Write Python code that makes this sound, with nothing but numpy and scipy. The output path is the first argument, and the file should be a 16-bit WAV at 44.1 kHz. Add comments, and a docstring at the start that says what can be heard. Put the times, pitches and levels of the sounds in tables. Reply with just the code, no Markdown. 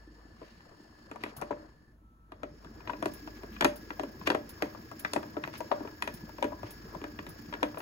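"""A geared motor whirrs at some distance and water sloshes: a toy washing machine tumbles a wet cloth.
The load knocks in the plastic drum as ringing modes; the motor rests, then runs again, heard from closer by.
The rim swishes about once a turn as a burst of coloured noise; spray, foam and air pockets are noise and bubbles.
A low hum and still air lie beneath, and a faint whine marks the pause; two microphone ports hear it all."""
import sys
import numpy as np
from scipy import signal
from scipy.fft import rfft, irfft, next_fast_len
from scipy.io import wavfile
from scipy.ndimage import map_coordinates

SR = 44100
rng = np.random.default_rng(int(sys.argv[2]) if len(sys.argv) > 2 else 0)


def log_audio(samples):
    """Write samples as a 16-bit WAV file to the path given in sys.argv[1]."""
    # one column per channel
    frames = np.atleast_2d(samples).T
    # limit to full scale, then quantise
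    limited = np.clip(frames, -1, 1)
    pcm = np.round(limited * 32767).astype(np.int16)
    wavfile.write(sys.argv[1], SR, pcm)


N = 344421  # length in samples

# The load knocking in the drum. Each row: time in seconds, level in dB, then trims in dB of thump, clack
# and tick against the shell, and the pitch in Hz that the place of the blow favours.
KNOCK_ROWS = [(0.4165, -50, 7.5, -19, -32, 455), (0.606, -58.5, -1, -2, -25, 1770),
              (0.714, -58, 5, -27, -22, 556), (1.1139, -43, 0.5, -5, -11, 1160),
              (1.1597, -42.5, -7, -11, -14, 1770), (1.237, -38, 3.5, 3, -4.5, 950),
              (1.262, -42.5, 0, -10, -22, 620), (1.4144, -40, 0, -14, -3, 1700),
              (1.4213, -34, -5, -11.5, -17, 590), (1.509, -31.5, 0, -38, -28, 586),
              (2.3201, -44.5, -0.5, -7.5, -16, 1140), (2.433, -37.5, 0, -8, -17, 1346),
              (2.6466, -51.5, 2, -7, -10, 971), (2.807, -55, 4, -3, -16, 2460),
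              (2.875, -39, -12, -4.5, -39, 930), (2.8967, -36.5, -19, -4, -26, 1680),
              (2.9038, -44, 2, -11, -12, 1120), (2.9338, -40, 0, -5, -34, 1820),
              (3.026, -33.5, 2, -9, -10, 650), (3.0577, -31.5, 5, -6.5, -7.5, 689),
              (3.2754, -42.5, -0.5, -8.5, -25, 745), (3.4339, -45.5, 4, -10, -11, 950),
              (3.565, -62.5, -14, 13.5, -6, 2530), (3.6095, -29.5, -1.5, 4, -3, 1710),
              (3.6232, -30.5, 1, -1.5, -15, 960), (3.646, -22.5, -3, -6, -3, 630),
              (3.6495, -28, 2, 3, -24, 590), (3.6525, -32.5, 13, -19, -25, 346),
              (3.9054, -40, -2, 1, -32, 1520), (3.996, -36, 4.5, -3.5, -12.5, 1780),
              (4.0344, -39, 7, -6.5, -9, 484), (4.213, -46.5, -10, -8, -26, 980),
              (4.2719, -41, -4, 10, 4, 1770), (4.2746, -29.5, 3.5, 0, -5.5, 600),
              (4.3023, -28, 3.5, 1, -8, 1730), (4.317, -33.5, -9, -12, -18, 540),
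              (4.3482, -29.5, 4, -10, -14, 905), (4.6229, -32.5, 7, 1.5, -4, 1136),
              (4.7492, -45, -8, -20, -26, 1160), (4.915, -43, -3, -10, -11, 1250),
              (5.049, -35.5, -6, 4.5, -18, 1640), (5.1349, -35.5, 0, -3, 7, 1090),
              (5.1624, -30.5, 5, -8.5, -16, 650), (5.2305, -40.5, -11, -10, -18, 1050),
              (5.368, -37, 8, -12, -48, 580), (5.438, -38.5, -16, 3.5, -18, 1910),
              (5.4758, -40.5, 1, -6, -13, 950), (5.5391, -44, -9, -4, -11, 1020),
              (5.6058, -36.5, -4, -12, -11, 955), (5.7158, -24.5, -6, -14, -28, 690),
              (5.8062, -46.5, 6, -24, -31, 654), (5.85, -44, 5, -20, -31, 455),
              (5.875, -45, -8, -6.5, -23, 1170), (6.023, -33, -12, 3, -3.5, 1890),
              (6.0757, -33.5, -6.5, -2.5, -10, 950), (6.2948, -47, -4, -13, -18, 1610),
              (6.384, -40.5, -5, -11, -16, 930), (6.4265, -28, -5.5, -5, -13, 990),
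              (6.443, -34.5, 8, -7.5, -12, 600), (6.5212, -42.5, 3.5, -27, -34, 990),
              (6.6315, -40.5, -0.5, -13, -20, 1040), (6.951, -43.5, 5, -22, -11, 1000),
              (7.016, -50.5, 13.5, -0.5, -8, 460), (7.0409, -38.5, 0, -3, -18, 1320),
              (7.1902, -42.5, 5, 0.5, -45, 1890), (7.2662, -47, 6, -1, -8, 970),
              (7.527, -38.5, -11, -6, -25, 960), (7.5383, -39.5, 0.5, 3.5, -14.5, 1690),
              (7.63, -27.5, 1, -1, -12, 288), (7.745, -44.5, -15, -11, -23, 990),
              (7.773, -38.5, -2.5, -10, -32, 670), (7.804, -42.5, -6, -5.5, -11, 1000)]
# The rim at its tight spot. Each row: time in seconds, swish gain in dB ahead of its envelope.
SWISH_ROWS = [(0.45, -85), (0.9, -79), (1.3678, -43.5), (3.1378, -45.5), (3.7606, -46), (4.4933, -43.5),
              (4.996, -42), (5.5802, -47.5), (6.1414, -44.5), (6.708, -44), (7.291, -47.5), (7.784, -45.5)]

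STOP_S, REST_S = 1.57, 1.97  # the motor is cut, and has coasted to rest
START_S, SPIN_UP_S = 2.31, 0.72  # it starts again, and takes this long to full drive
FIRM_KNOCK_DB = -32  # a knock this loud counts as fully firm


def amp(db):
    """Decibels to gain."""
    return 10 ** (np.asarray(db) / 20)


def unit(x):
    """Scaled to rms 1."""
    return x / np.sqrt(np.mean(x ** 2) + 1e-20)


def along(points, hz):
    """(Hz, value) points read on a log frequency axis."""
    f, v = np.transpose(points)
    return np.interp(np.log(hz + 1), np.log(f + 1), v)


def curves(rows):
    """One value per sample for each column after the time."""
    s, *cols = np.transpose(rows)
    return [np.interp(np.arange(N) / SR, s, c) for c in cols]


def wobble(rate):
    """A smooth random curve, rate knots a second."""
    knots = rng.standard_normal(int(N * rate / SR) + 4)
    return map_coordinates(knots, [np.arange(N) * rate / SR])


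def filtered(x, response):
    """x times a response of frequency."""
    m = next_fast_len(N + 8192)
    return irfft(rfft(x, m) * response(np.fft.rfftfreq(m, 1 / SR)), m)[..., :N]


def panned(x, db):
    """Left louder than right by db."""
    gains = amp([[db / 2], [-db / 2]])
    return x * unit(gains)


def noise():
    """Two channels of white noise."""
    return rng.standard_normal((2, N))


def resonances(modes, hz):
    """Summed response of (Hz, width in Hz, dB) resonances."""
    return sum(amp(db) * 1j * hz * width / (centre ** 2 - hz ** 2 + 1j * hz * width)
               for centre, width, db in modes)


def spread(pair, spectrum, modes=()):
    """Two unrelated signals become one stereo sound of rms 1, coloured by a spectrum and any resonances."""
    # How alike left and right are in a spread sound. Each row: frequency in Hz, likeness up to 1.
    likeness = [(60, 0.94), (280, 0.95), (550, 0.66), (1000, 0.1), (4000, 0.041), (6500, 0.77), (8500, 1),
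                (14000, 0.96)]

    def mid_side_response(hz):
        turn = np.arccos(np.clip(along(likeness, hz), -1, 1)) / 2
        colour = np.hypot(amp(along(spectrum, hz)), abs(resonances(modes, hz)))
        return colour * [np.cos(turn), np.sin(turn)]

    mid, side = filtered(pair, mid_side_response)
    return unit(np.array([mid + side, mid - side]))


def add(track, s, sound):
    """Mixes a sound into a track at a time in seconds."""
    start = int(np.clip(round(s * SR), 0, N - 1))
    track[:, start:start + sound.shape[1]] += sound[:, :N - start]


def bubbles(centre_hz, cycles, scatter_db, count):
    """Short, heavily damped rings of random pitch and size at random times, together at rms 1."""
    when, pitch, size = rng.random(count), rng.standard_normal(count), rng.exponential(size=count)
    life = np.arange(int(min(10 * cycles / centre_hz * SR, SR // 25)))
    turns = centre_hz * np.exp(.33 * pitch)[:, None] * life / SR
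    ring = np.sin(2 * np.pi * turns) * np.exp(-turns / cycles) * (1 - np.exp(-2 * turns))
    ring = ring * amp(scatter_db * np.minimum(size, 2))[:, None]
    at = (when * N).astype(int)[:, None] + life
    return unit(np.bincount(at.ravel(), ring.ravel(), N)[:N])


def bubble_pair(*args, **settings):
    """Two unrelated channels of bubbles."""
    return np.array([bubbles(*args, **settings) for port in range(2)])


def drive():
    """Drive of the first and second run, 0 to 1: one coasts to rest, the other spins up."""
    t = np.arange(N) / SR
    coasting = np.clip((REST_S - t) / (REST_S - STOP_S), 0, 1)
    spinning_up = np.clip((t - START_S) / SPIN_UP_S, 0, 1)
    return coasting, spinning_up


def drag():
    """The gears labour just after the rim meets its tight spot: extra gear noise in dB."""
    rise_db, half_s, lag_s = 2.5, 0.22, 0.09
    t = np.arange(N) / SR
    return rise_db * sum(np.exp(-((t - s - lag_s) / half_s) ** 2) for s, _ in SWISH_ROWS)


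def motor(run, hiss_spectrum, housing, mesh_hz, jitter, hiss_db, mesh_db, brush_db, waver,
          hiss_grows, mesh_grows):
    """Gear teeth mesh unsteadily, their flanks hiss in the gearbox, brushes tick once a turn; all grow with drive."""
    pinion_teeth, wheel_teeth = 10, 64
    wheel_pulse_db, tooth_flutter_db = 2.6, 3
    # Colour of the brush ticks. Each row: frequency in Hz, level in dB.
    spark_colour = [(6000, -70), (12300, -15), (13200, -4), (14500, -2), (15300, -10), (16000, -12)]
    rate = mesh_hz * (1 + waver * wobble(9))
    rotor = np.cumsum(rate / pinion_teeth * (1 + 0.07 * wobble(40))) / SR
    wheel = np.cumsum(rate / wheel_teeth * (1 + 0.05 * wobble(20))) / SR
    rub_db = wheel_pulse_db * (np.cos(np.pi * wheel) ** 8 - 1 / 4)  # the wheel rubs harder once a turn

    hiss_level = amp(hiss_db + 1.1 * wobble(105) + 0.64 * wobble(21))
    hiss = hiss_level * spread(noise(), hiss_spectrum, housing)
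    tick_level = amp(3.6 * np.cos(2 * np.pi * rotor) + 2.2 * wobble(110))
    ticks = amp(brush_db) * unit(tick_level * spread(noise(), spark_colour))

    def tooth_tone():
        turns = np.cumsum(rate * (1 + jitter * wobble(260))) / SR
        return np.sin(2 * np.pi * turns) * amp(tooth_flutter_db * wobble(70))

    teeth = amp(mesh_db) * unit(np.array([tooth_tone() for port in range(2)]))
    rubbing = run ** hiss_grows * hiss + run ** 1.5 * ticks
    return amp(drag() + rub_db) * rubbing + run ** mesh_grows * teeth


def chatter(weight, lead, count):
    """A heavy blow is a cluster: light touches just before it, quick rebounds, then a few stray bounces."""
    bounce_db, bounce_s = -23, .045
    contacts = np.zeros(SR // 10)
    early, late, stray = rng.random((3, count))
    touch_at = (lead * (1 - early) * SR).astype(int)
    rebound_at = ((lead + .012 * late) * SR).astype(int)
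    bounce_at = ((lead + bounce_s * stray) * SR).astype(int)
    contacts[touch_at] += .08 * (1 - early) ** 2 * rng.standard_normal(count)
    contacts[rebound_at] += .22 * (1 - late) * rng.standard_normal(count)
    contacts[bounce_at] += amp(bounce_db) * (1 - stray) * rng.standard_normal(count)
    contacts = weight * contacts
    contacts[int(lead * SR)] = 1  # the blow itself
    return contacts


def knock_band(contacts, ring_hz, lo_hz, hi_hz, dense_db, dense_t60, attack):
    """One register of a knock, with the energy of 10 ms at rms 1: plastic modes plus dense, fast-dying ones."""
    # Modes of drum and housing. Each row: nominal pitch in Hz, relative level in dB, nominal t60 in seconds.
    plastic_modes = [(228.3, -9, .2), (291.8, 4, 0.11), (344, 1.5, .11), (402, -0.5, 0.071),
                     (445, -3, 0.058), (511.5, -2, 0.071), (590.4, 2, .12), (650, 3, .09), (741, 1, 0.096),
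                     (956, 1, 0.054), (1175, -2, 0.048), (1343, -6.5, 0.086), (1595, 7.5, 0.047),
                     (1763, 4, 0.062), (1928, 8, 0.047), (2468, 4.5, 0.041), (2846, 2, .031),
                     (3327, 5.5, 0.026)]
    alike = 0.76  # a knock reaches both microphone ports almost alike
    t = np.arange(SR // 7) / SR
    in_band = [m for m in plastic_modes if lo_hz <= m[0] < hi_hz] or [(lo_hz, -120, dense_t60)]
    hz, db, t60 = np.array(in_band).T[..., None]
    db = db + 8 * np.exp(-(np.log(hz / ring_hz) / 0.13) ** 2)  # the place of the blow favours one mode

    turn = np.arccos(np.clip(alike, -1, 1)) / 2 * min(hi_hz / 1000, 1)  # the bass is nearly mono
    apart = turn * rng.standard_normal(hz.shape)
    detuned = hz * (1 + 0.006 * rng.standard_normal(hz.shape))
    phase = 2 * np.pi * (detuned * t + rng.random(hz.shape))
    decay = amp(db + 2 * rng.standard_normal(hz.shape) - 60 * t / t60)
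    decay = decay * (1 + 2.0 * np.exp(-hz * t / 4.4))  # the first few swings are the widest
    modes = np.array([(decay * np.sin(phase + side * apart)).sum(0) for side in (1, -1)])

    band = signal.butter(2, [lo_hz, min(hi_hz, SR / 2 - 1000)], "band", fs=SR, output="sos")
    mid, side = rng.standard_normal((2, len(t))) * amp(-60 * t / dense_t60)
    burst = signal.sosfilt(band, np.cos(turn) * mid + np.sin(turn) * np.array([side, -side]))

    ring = modes / (np.linalg.norm(modes) + 1) + amp(dense_db) * burst / np.linalg.norm(burst)
    ring = signal.fftconvolve(ring * (1 - np.exp(-t / attack)), contacts[None], axes=1)
    return ring / np.linalg.norm(ring.mean(0)) * np.sqrt(SR / 100)


def knocks():
    """The load strikes the drum: tick, clack, shell and hollow ring speak fast, housing thump and boom swell slower."""
    out = np.zeros((2, N))
    lead = .005  # seconds of light touches ahead of the blow
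    hollow_left_db, shell_left_db, clack_left_db = 11, 6, 2.5
    hollow_per_db, hollow_max_db = 0.5, 2
    for s, db, thump_db, clack_db, tick_db, ring_hz in KNOCK_ROWS:
        weight = min(amp(db - FIRM_KNOCK_DB), 1)  # light taps are nearly single, clean contacts
        blow = chatter(weight, lead, count=4)
        # heavy, dull blows reach further into the drum's hollow ring
        hollow_db = min(hollow_per_db * (thump_db - clack_db + db - FIRM_KNOCK_DB), hollow_max_db)
        thump = amp(thump_db - 0.86) * knock_band(
            blow, ring_hz, 240, 483, dense_db=-7.0, dense_t60=0.099, attack=0.0043)
        boom = amp(thump_db - 18.5) * knock_band(
            blow, ring_hz, 79, 233, dense_db=0, dense_t60=0.24, attack=0.019)
        hollow = amp(hollow_db + 1.0) * knock_band(
            blow, ring_hz, 480, 800, dense_db=-10, dense_t60=0.06, attack=0.0011)
        shell = amp(-1.5) * knock_band(
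            blow, ring_hz, 744, 1510, dense_db=-3.5, dense_t60=0.055, attack=0.00046)
        strike = blow * (np.arange(len(blow)) / SR < lead + .006)  # later wet bounces are too soft to clack
        clack = amp(clack_db + 1.5) * knock_band(
            strike, ring_hz, 1100, 3500, dense_db=-6.5, dense_t60=0.021, attack=0.0004)
        tick = amp(tick_db - 1.5) * knock_band(
            strike, ring_hz, 3700, 15600, dense_db=-4.0, dense_t60=0.011, attack=0.000088)
        drum = panned(hollow, hollow_left_db) + panned(shell, shell_left_db)
        knock = thump + boom + drum + panned(clack + tick, clack_left_db)
        add(out, s - lead - .0003, amp(db) * knock)
    softened_top = [(3000, -1.5), (4200, -2.5), (6500, -4.0), (15000, -12.5)]  # Hz, dB
    return filtered(out, lambda hz: amp(along(softened_top, hz)))


def rim():
    """About once a turn the wet rim rubs past a tight spot: a short, thin swish with a trailing fizz."""
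    # Colour of the swish. Each row: frequency in Hz, level in dB.
    swish_colour = [(2500, 0.5), (6500, -2), (7600, 0), (9000, 5), (13000, 7), (15400, 7), (16200, -9)]
    level, t = np.zeros(N), np.arange(N) / SR
    for s, db in SWISH_ROWS:
        age = np.maximum(t - s + 0.0026, 0)
        fading = np.exp(-age / 0.011) + 0.17 * np.exp(-age / 0.029)
        level += amp(db) * (1 - np.exp(-age / 0.0017)) * fading
    return level * spread(noise(), swish_colour)


def stir():
    """The water heaves as the load falls and settles after each knock; light knocks stir it less."""
    rise_s, settle_s = 0.039, 0.11
    limit = 1.9  # it heaves no harder than for this many firm knocks at once
    t = np.arange(N) / SR
    power = np.zeros(N)
    for s, db, *_ in KNOCK_ROWS:
        age = t - s
        swell = np.exp(np.minimum(age / rise_s, -age / settle_s))
        power += (min(amp(db - FIRM_KNOCK_DB), 1) * swell) ** 2
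    return np.sqrt(power / (1 + power / limit))


def water():
    """Water gulps in the tub, the wet cloth slaps and drips over a soft wash; the drum and the knocks stir both."""
    # Colour of the water in the tub. Each row: frequency in Hz, level in dB.
    slosh_colour = [(25, -32), (45, -31), (70, 6), (110, 4), (145, -1.5), (200, -2.5), (235, 5),
                    (262, -10.5), (300, 6.5), (370, -2.5), (450, -4), (700, -27), (1500, -72)]
    # Colour of the slapping, dripping cloth. Each row: frequency in Hz, level in dB.
    splash_colour = [(250, -2), (480, 2), (700, 3.5), (820, -1), (970, 4.5), (1300, 3.5), (1800, 3),
                     (2200, -14), (2600, -23), (4000, -40), (9000, -70)]
    # base levels in dB for the pause, the distant first run, the close second run, and a full heave
    slosh_rest_db, slosh_far_db, slosh_near_db, slosh_stir_db = -72.5, -66.5, -53.5, -51.5
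    splash_rest_db, splash_far_db, splash_near_db, splash_stir_db = -81, -64, -59.5, -54
    far, near = np.array(drive()) ** 1.04
    heave = stir()
    slosh_turning = amp(slosh_rest_db) + amp(slosh_far_db) * far + amp(slosh_near_db) * near
    slosh_level = np.hypot(slosh_turning, amp(slosh_stir_db) * heave)
    splash_turning = amp(splash_rest_db) + amp(splash_far_db) * far + amp(splash_near_db) * near
    splash_level = np.hypot(splash_turning, amp(splash_stir_db) * heave)

    gulps = bubble_pair(278.7, cycles=2.4, scatter_db=4.5, count=420)
    drops = bubble_pair(820, cycles=2.2, scatter_db=4, count=900)
    slosh = amp(-1.5) * spread(noise(), slosh_colour) + amp(-0.5) * spread(gulps, slosh_colour)
    wash = amp(-3.0) * spread(noise(), splash_colour)
    drips = amp(-2.5 + 2.8 * wobble(14)) * spread(drops, splash_colour)  # they come in clumps
    slosh = slosh_level * amp(1.53 * wobble(22)) * slosh
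    splash = splash_level * amp(2.3 * wobble(9.1)) * (wash + drips)
    return slosh + panned(splash, db=6.0)


def spray(hits, level_db, settle):
    """Each sharp blow shakes water from the cloth; it patters down, dying with a settle time in seconds."""
    # Colour of the spray. Each row: frequency in Hz, level in dB.
    spray_colour = [(300, -28), (600, 10.5), (1800, 11.5), (4500, -11), (7000, -5), (9000, -27),
                    (15000, -18)]
    sharp = signal.sosfilt(signal.butter(2, 1200, "high", fs=SR, output="sos"), hits)
    keep = np.exp(-1 / (settle * SR))
    shaken = np.sqrt(signal.lfilter([1 - keep], [1, -keep], np.mean(sharp ** 2, axis=0)))
    patter = bubble_pair(2200, cycles=0.44, scatter_db=7.0, count=1200)
    drizzle = spread(patter + amp(3.5) * noise(), spray_colour)
    return amp(level_db + 3.8 * wobble(140)) * shaken * drizzle


def plops(count):
    """Air pockets in the folds ring briefly and rise in pitch: a few clear ones, and small blips in the second run."""
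    # Clear pops. Each row: start in seconds, starting pitch in Hz, level in dB, t60 in seconds.
    clear_pops = [(0.075, 330, -43, 0.036), (0.254, 294, -43.5, 0.052), (1.378, 132, -40.5, 0.11),
                  (2.67, 1600, -44, .03), (2.8962, 970, -25, 0.055), (2.8975, 1540, -30, .035),
                  (4.2155, 1024, -35, .03), (5.609, 956, -28.5, 0.04), (5.809, 305, -29.5, 0.069),
                  (6.145, 158, -35, 0.045), (6.531, 990, -31, 0.031), (6.948, 1002, -31, 0.028)]
    rise_per_s, attack_s = 1.2, 0.00053  # pitch climbs by this share a second; soft start
    blip_db, blip_scatter_db, blip_hz, blip_octaves, blip_cycles = -56, 11, 810, 1.37, 22
    out, t = np.zeros((2, N)), np.arange(SR // 10) / SR
    first = START_S + SPIN_UP_S / 2
    chance = rng.random((count, 3))
    times = first + (N / SR - first) * (np.arange(count) + chance[:, 0]) / count
    pitches = blip_hz * 2 ** (blip_octaves * (2 * chance[:, 1] - 1))
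    levels = blip_db + blip_scatter_db * (2 * chance[:, 2] - 1)
    blips = zip(times, pitches, levels, blip_cycles / pitches)
    for s, hz, db, t60 in [*clear_pops, *blips]:
        phase = 2 * np.pi * hz * (t + rise_per_s * t ** 2 / 2)
        pop = amp(db - 60 * t / t60) * (1 - np.exp(-t / attack_s)) * np.sin(phase)
        add(out, s, panned(pop, db=11 * min(hz / 1000, 1)))  # deep gulps stay nearer the middle
    return out


def squelch():
    """Each fall squeezes foam out of the cloth: a fine, clumpy crackle that follows the heave."""
    # Colour of squeezed wet cloth. Each row: frequency in Hz, level in dB.
    squelch_colour = [(800, -4), (2200, 0), (3200, -7), (5000, 4), (7000, -5), (9000, -46)]
    foam = bubble_pair(3200, cycles=2.2, scatter_db=11, count=2600)
    level = amp(-67 + 1.6 * wobble(8.4)) * np.minimum(stir(), 1)
    return level * spread(foam + noise(), squelch_colour)


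def squishes():
    """The cloth drags along the drum and foam crackles in uneven spurts; each drag swells and fades."""
    # Drags of the cloth. Each row: time of the height in seconds, half length in seconds, level in dB.
    drags = [(0.475, 0.099, -63.5), (1.223, 0.023, -55), (1.287, 0.026, -56), (1.39, 0.019, -71),
             (3.373, .014, -56), (3.55, 0.031, -54.5), (4.273, 0.011, -40), (5.556, 0.023, -48),
             (6.678, 0.039, -55.5)]
    # Colour of the foam. Each row: frequency in Hz, level in dB.
    foam_colour = [(500, -14), (1000, 4), (1800, 1), (2600, 1), (3400, -4), (5000, -2.5), (7000, -12),
                   (9000, -21)]
    t = np.arange(N) / SR
    level = sum(amp(db) * np.exp(-((t - s) / half) ** 2) for s, half, db in drags)
    foam = bubble_pair(2740, cycles=1.1, scatter_db=5, count=2600)
    crackle = spread(foam + amp(10.0) * noise(), foam_colour)
    return panned(level * amp(2.0 * wobble(120)) * crackle, db=2.0)


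def room(x):
    """The small room's tail: noise in which each frequency dies at its own speed."""
    # Decay of the room. Each row: frequency in Hz, t60 in seconds.
    room_decay = [(150, 0.53), (500, 0.32), (2000, 0.22), (6000, 0.2), (15000, 0.17)]
    hz, t, z = signal.stft(rng.standard_normal((2, SR // 2)), SR, nperseg=256)
    fading = amp(-60 * t / along(room_decay, hz)[:, None]) * (1 - np.exp(-t / 0.0017))
    tail = signal.istft(z * fading, SR, nperseg=256)[1]
    wet = signal.fftconvolve(x, tail / np.linalg.norm(tail[0]), axes=1)[:, :N]
    tail_colour = [(100, -2.5), (1000, -0.5), (4000, 3.0), (15000, 4.0)]  # Hz, dB
    return np.sqrt(np.mean(wet ** 2)) * spread(wet, tail_colour)


def room_tone():
    """A low wandering hum, a faint wavering whine in the pause, and still air as coloured noise."""
    # Level of the hum ahead of its small waver. Each row: time in seconds, level in dB.
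    hum_level = [(0.0, -57), (0.55, -63.5), (0.75, -74), (1.4, -64.5), (3.7, -54.5), (4.35, -64),
                 (4.6, -62), (5.45, -79), (5.75, -64), (6.7, -57), (7.35, -59), (7.65, -60), (7.81, -67)]
    # Colour of the still air. Each row: frequency in Hz, level in dB.
    air_colour = [(20, -3.5), (60, 5), (200, -2), (500, -21.5), (1000, -21), (2000, -30), (5000, -37),
                  (16000, -37.5)]
    whine_hz, whine_db, whine_fade_db_per_s = 1320, -71, 4
    t = np.arange(N) / SR
    hum_turns = np.cumsum(51.5 + 0.6 * wobble(3.29)) / SR
    hum = amp(curves(hum_level)[0] + 1.1 * wobble(7.1)) * unit(np.sin(2 * np.pi * hum_turns))

    drift = np.cumsum(1 + 0.003 * wobble(30)) / SR
    fade_db = whine_fade_db_per_s * np.maximum(t - REST_S, 0)
    whine_level = amp(whine_db - fade_db + 1.5 * wobble(21)) * np.sqrt(2)
    whine = whine_level * np.sin(2 * np.pi * whine_hz * drift)
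    # it swells once the motor rests and is gone soon after the restart
    whine = whine * np.interp(t, [1.96, 2.06, 2.22, 2.5], [0, 1, 1, 0])
    return hum + whine + amp(-63.5) * spread(noise(), air_colour)


def scene():
    """The machine in its room: the first run from afar, a pause, the second run from close by."""
    # Gear hiss from afar, then from close by. Each row: frequency in Hz, level in dB.
    far_hiss = [(900, -10), (1900, 8.5), (2400, 0.5), (2900, 5), (3600, -3), (4400, 1.5), (5200, 8.5),
                (6200, -15.5), (6900, 5), (7400, -15), (7900, 1.5), (10000, -20.5), (13700, -8),
                (15500, -15)]
    near_hiss = [(900, 1), (1900, 11.5), (2300, 7.5), (3700, 2), (4700, 5.5), (5250, 8.5), (5900, -3.5),
                 (7100, 6), (7600, -18), (8200, 1), (9300, -14), (12000, -11.5), (16000, -13)]
    # Gearbox resonances from afar, then from close by. Each row: frequency in Hz, width in Hz, level in dB.
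    far_ring = [(1726, 20, 23), (4300, 130, 7), (4520, 90, 10), (5240, 50, 11.5)]
    near_ring = [(1610, 5, 25), (4710, 35, 16), (5180, 40, 19.5), (5340, 55, 17)]
    first, second = drive()
    far = motor(first, far_hiss, far_ring, mesh_hz=1735, jitter=.024, hiss_db=-68.5, mesh_db=-70,
                brush_db=-89, waver=0.0089, hiss_grows=0.81, mesh_grows=0.26)
    near = motor(second, near_hiss, near_ring, mesh_hz=1678, jitter=.014, hiss_db=-61.0, mesh_db=-62.5,
                 brush_db=-66, waver=0.0064, hiss_grows=0.76, mesh_grows=1.6)
    hits = knocks()
    hits = hits + spray(hits, level_db=-11.5, settle=0.0053) + plops(count=40)
    machine = far + near + hits + rim() + water() + squelch() + squishes()
    return machine + amp(-13.0) * room(hits) + room_tone()


def record(dry):
    """The two microphone ports hear the machine out of step; the recorder keeps nothing above its band limit."""
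    # How far the left port leads the right. Each row: frequency in Hz, phase in radians.
    port_phase = [(150, 0), (430, .2), (690, 2.1), (820, 5.5), (1250, 8.3), (1800, 9.5), (2200, 10.8),
                  (3100, 15.5), (3500, 15.3), (4200, 10.2), (4900, 15.7), (5400, 15), (6200, 12.6),
                  (7200, 11.6), (7900, 9.6), (9400, 9.2), (10100, 6.4), (11800, 6.1), (12700, 3.3),
                  (13700, 3), (15300, .1)]
    top_hz = 15900

    def ports(hz):
        half_lead = along(port_phase, hz) / 2
        return (hz < top_hz) * np.exp(np.array([[1j], [-1j]]) * half_lead)

    return filtered(dry, ports)


dry = scene()
out = record(dry)
log_audio(out)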